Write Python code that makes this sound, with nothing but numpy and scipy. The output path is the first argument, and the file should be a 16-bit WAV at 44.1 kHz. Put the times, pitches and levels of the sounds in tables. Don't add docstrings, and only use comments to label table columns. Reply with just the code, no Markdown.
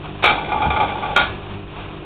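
import sys
import numpy as np
from scipy import signal
from scipy.fft import rfft, irfft, next_fast_len
from scipy.io import wavfile
from scipy.ndimage import minimum_filter1d, map_coordinates

SR = 44100
rng = np.random.default_rng(int(sys.argv[2]) if len(sys.argv) > 2 else 0)


def master(y):
    cut = np.clip(np.atleast_2d(y).T, -1, 1)
    pcm = np.round(cut * 32767)
    wavfile.write(sys.argv[1], SR, pcm.astype(np.int16))


N = 90404

# (frequency [Hz], rms level before the swell [dB], share of the load swell [ratio])
HUM_LINES = [(49.2, -44.5, 0.098), (98.5, -41, 1), (149.9, -40.5, .2), (197.8, -44, 0.95), (302, -43.5, 0),
             (349, -49.5, 0), (397.5, -45.5, 0)]
# (time [s], gain [dB])
LOAD_SWELL = [(0, 0.5), (.28, 2), (.42, -3.5), (.92, 6.5), (1.06, -3.5), (1.36, 3.5), (1.45, -4.5),
              (1.55, 8.5), (1.72, -5.5), (1.87, 1), (2.05, -5)]
# (time [s], level [dB])
RUMBLE_LEVEL = [(0, -39.5), (.55, -34), (.75, -38.5), (1.3, -34.5), (1.7, -40), (2.05, -37)]
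WATER_LEVEL = [(0, -39), (.06, -32.5), (.12, -36.5), (.19, -35), (1.3, -31.5), (1.43, -36.5), (1.52, -33.5),
               (1.66, -41.5), (1.72, -37), (1.81, -30.5), (1.93, -37), (2.05, -37.5)]
FRICTION_LEVEL = [(.3, -20.5), (.36, -26.5), (.46, -29.5), (.58, -31), (.665, -22.5), (.697, -31),
                  (.75, -29), (.83, -23.5), (.92, -29.5), (1.01, -30), (1.06, -27), (1.13, -29),
                  (1.19, -37)]
# (frequency [Hz], relative density [dB])
RUMBLE_SPECTRUM = [(15, -29), (30, -27), (42, -9), (53, 0), (90, -5.5), (130, -12.5), (190, -8.5),
                   (260, -16), (350, -5.5), (600, -19.5), (1500, -58.5)]
WATER_SPECTRUM = [(150, 5.5), (350, -9.5), (700, 1.5), (1200, -1), (1750, -9), (2100, -10.5), (2450, -4),
                  (3100, -7.5), (3800, -12)]
FRICTION_SPECTRUM = [(150, -3), (400, 3), (660, 4.5), (860, 12.5), (1050, -9), (1190, -18.5), (1520, 2),
                     (1850, -24.5), (2400, -11.5), (2600, -18), (3000, -11.5), (3450, -5), (3800, -17.5)]
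# (frequency [Hz], relative level [dB], T60 [s])
TUB_MODES = [(72.3, -13.5, .3), (152, -11, 0.15), (125.4, -24.5, 0.28), (225.8, -18.5, 0.16)]
# (time [s], strength [dB])
TUB_KNOCKS = [(.26, -9), (0.546, -10.5), (0.659, 1), (1.2, -11.5)]
# (time [s], strength [dB], treble [dB])
RELEASE_CONTACTS = [(.04, -14.5, -20), (.2245, -11, -1.5), (.229, -6, -1), (.2395, 6, .5), (.2575, 0, 3.5),
                    (.271, -5, 0.5), (.2865, -9.5, -0.5), (.302, -8, 0.5)]
SLIP_CONTACTS = [(.379, -7, 4.5), (.445, -25, 20.5), (.489, -11.5, 6), (.519, 1.5, -2.5),
                 (.541, -2.5, -5.5), (.557, -5.5, -6.5), (.582, -15.5, 6), (.605, -9.5, -3),
                 (.618, -2.5, 3), (.63, -3, -1), (.66, -4.5, -5), (.703, 1, 4), (.73, -6, -7.5),
                 (.762, 3, 0), (.801, 3, 0), (.826, -0.5, -2), (.843, -6.5, -4), (.88, -12, 8.5),
                 (.897, -6, 1.5), (.954, -7, -7), (1.024, -13, 6.5), (1.032, -9, 2), (1.058, -7, 1),
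                 (1.1, -8, -14)]
SNAP_CONTACTS = [(1.1605, -11, 4), (1.163, 4.5, -1), (1.174, -12.5, -0.5), (1.182, -11, 1.5),
                 (1.209, -13, -10)]
# (frequency [Hz], relative density [dB])
RELEASE_SPECTRUM = [(100, -27.5), (260, -27), (360, -6), (560, -9.5), (820, 0), (1020, -8.5), (1300, -2),
                    (1900, -15), (2350, -2.5), (2850, -15), (3350, -10.5), (3800, -9.5)]
SLIP_SPECTRUM = [(100, -16), (400, -3), (640, -5), (850, 5.5), (1050, -9), (1170, 8), (1500, -27),
                 (1850, -19.5), (2380, 1), (2550, -9.5), (2950, -22), (3450, -11.5), (3800, -17.5)]
SNAP_SPECTRUM = [(100, -19.5), (260, -2), (400, -18.5), (600, -1), (850, 2), (1020, -2.5), (1420, 1),
                 (1800, -10), (2350, 0.5), (2900, -9.5), (3300, -3.5), (3800, -4.5)]
PANEL_MODE_HZ = [388, 755, 821, 863, 937, 1157, 1248, 1422, 1495, 1690, 2125, 2326, 2372, 2429, 3081, 3205,
                 3374, 3690]
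PANEL_MODE_T60 = [0.16, 0.3, 0.27, 0.24, 0.3, 0.28, 0.28, 0.19, 0.32, 0.72, 0.091, 0.32, 0.23, 0.26, 0.23,
                  0.28, 0.31, 0.24]
RELEASE_MODE_DB = [-4, -1.5, -1, -8, -27, -8.5, 2.5, -1, 0.5, -18.5, -22.5, -3.5, -6, -4, -3, -10, -3.5,
                   -12]
SLIP_MODE_DB = [-14, -4, 0.5, 3, -9, -5, -12, -7, -22, -27, -10.5, -18.5, -9, -17, -35.5, -22, -17.5, -30]
SNAP_MODE_DB = [-6.5, -12, -6, -7.5, -15, -0.5, -13, 5.5, -6.5, -18.5, -22.5, -6, -22, -8.5, -21.5, -9,
                -11.5, -11]
# (frequency [Hz], gain [dB])
MIC_RESPONSE = [(20, -1.5), (3780, 0), (3880, -7.5), (3990, -16), (4270, -14), (4420, -26.5), (4650, -51),
                (5200, -104.5)]

HUM_WAVER_DB, HUM_WAVER_RAD = 1.6, .35
THUD_ATTACK_S, ROOM_T60_S = .011, .36
MODE_SCATTER_DB, MODE_DETUNE, TREBLE_CORNER_HZ = 2.0, .005, 1280
LIMITER_ATTACK_S, LIMITER_HOLD_S, CLIP_LEVEL, LOWPASS_HZ = .0012, .01, .7, 15500


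def amp(db):
    return 10 ** (np.asarray(db) / 20)


def unit_rms(x):
    return x / np.sqrt(np.mean(x ** 2) + 1e-20)


def envelope(points):
    return amp(np.interp(np.arange(N) / SR, *np.transpose(points)))


def wobble(knots_per_s):
    knots = rng.standard_normal(int(N * knots_per_s / SR) + 4)
    return map_coordinates(knots, [np.arange(N) * knots_per_s / SR])


def gain_at(points, hz):
    point_hz, db = np.transpose(points)
    return amp(np.interp(np.log(hz + 1), np.log(point_hz + 1), db))


def filtered(x, response):
    size = next_fast_len(len(x) + 8192)
    return irfft(rfft(x, size) * response(np.fft.rfftfreq(size, 1 / SR)), size)[:len(x)]


def noise(spectrum, size):
    white = rng.standard_normal(size)
    return unit_rms(filtered(white, lambda hz: gain_at(spectrum, hz) * (hz < 5000)))


def motor():
    t, hum = np.arange(N) / SR, np.zeros(N)
    for hz, db, load_share in HUM_LINES:
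        phase = 2 * np.pi * (hz * t + rng.random()) + HUM_WAVER_RAD * wobble(8.84)
        peak = np.sqrt(2) * amp(db + HUM_WAVER_DB * wobble(6.53))
        hum += envelope(LOAD_SWELL) ** load_share * peak * np.sin(phase)
    return hum


def drum():
    water = unit_rms(noise(WATER_SPECTRUM, N) * amp(1.1 * wobble(90)))
    rumble = unit_rms(noise(RUMBLE_SPECTRUM, N) * amp(1.9 * wobble(9.66)))
    return envelope(RUMBLE_LEVEL) * rumble + envelope(WATER_LEVEL) * water


def tub():
    thuds = np.zeros(N)
    for start_s, strength_db in TUB_KNOCKS:
        t = np.maximum(np.arange(N) / SR - start_s, 0)
        ring = sum(amp(db - 60 * t / t60) * np.sin(2 * np.pi * hz * t) for hz, db, t60 in TUB_MODES)
        thuds += amp(strength_db) * (1 - np.exp(-t / THUD_ATTACK_S)) * ring
    return thuds


def treble_shelf(hz, db):
    return amp(db / (1 + (TREBLE_CORNER_HZ / (hz + 1)) ** 6))


def panel(contacts, mode_db, spectrum, attack_s, ring_db, t60_scale, clatter_db, clatter_t60, room_db):
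    track, t = np.zeros(N + SR), np.arange(SR * 3 // 5) / SR
    hz, t60, db = np.array([PANEL_MODE_HZ, PANEL_MODE_T60, mode_db])[:, :, None]
    ring_decay = amp(db + ring_db - 60 * t / (t60 * t60_scale))
    clatter_decay = amp(clatter_db - 60 * t / clatter_t60)
    room_tail = amp(room_db - 60 * t / ROOM_T60_S) * (1 - np.exp(-t / .0063))
    for start_s, strength_db, treble_db in contacts:
        phase = rng.uniform(0, 2 * np.pi, hz.shape)
        pitch = hz * (1 + MODE_DETUNE * rng.uniform(-1, 1, hz.shape))
        drive = amp(MODE_SCATTER_DB * rng.standard_normal(hz.shape)) * treble_shelf(hz, treble_db)
        ring = np.sum(ring_decay * drive * np.sin(2 * np.pi * pitch * t + phase), axis=0)
        burst = filtered(noise(spectrum, len(t)), lambda f: treble_shelf(f, treble_db))
        clatter = (clatter_decay + room_tail) * burst
        onset = amp(strength_db) * (1 - np.exp(-t / attack_s))
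        track[round(start_s * SR):][:len(t)] += onset * (ring + clatter)
    return track[:N]


def judder():
    slips = panel(SLIP_CONTACTS, SLIP_MODE_DB, SLIP_SPECTRUM, attack_s=.001,
                  ring_db=-19.5, t60_scale=.98, clatter_db=-18, clatter_t60=.048, room_db=-26.5)
    t = np.arange(N) / SR
    sliding = (t > FRICTION_LEVEL[0][0]) & (t < FRICTION_LEVEL[-1][0])
    friction = unit_rms(noise(FRICTION_SPECTRUM, N) * amp(2.1 * wobble(120)))
    return slips + sliding * envelope(FRICTION_LEVEL) * friction


def clunks():
    release = panel(RELEASE_CONTACTS, RELEASE_MODE_DB, RELEASE_SPECTRUM, attack_s=.0007,
                    ring_db=-23, t60_scale=1.08, clatter_db=-11.5, clatter_t60=.074, room_db=-18)
    snap = panel(SNAP_CONTACTS, SNAP_MODE_DB, SNAP_SPECTRUM, attack_s=.00027,
                 ring_db=-15, t60_scale=.94, clatter_db=-16.5, clatter_t60=.1, room_db=-15)
    return release + snap


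def scene():
    return (clunks() + judder() + motor() + drum() + tub())[None]


def record(dry):
    mic = filtered(dry[0], lambda hz: gain_at(MIC_RESPONSE, hz))
    safe_gain = CLIP_LEVEL / np.maximum(abs(mic), CLIP_LEVEL)
    hold = int(LIMITER_HOLD_S * SR)
    reduction = 1 - minimum_filter1d(safe_gain, hold, origin=(hold - 1) // 2)
    pole = np.exp(-1 / (LIMITER_ATTACK_S * SR))
    limited = mic * (1 - signal.lfilter([1 - pole], [1, -pole], reduction))
    clipped = np.clip(limited, -CLIP_LEVEL, CLIP_LEVEL)
    return filtered(clipped, lambda hz: 1 / (1 + (hz / LOWPASS_HZ) ** 60))[None]


dry = scene()
out = record(dry)
master(out)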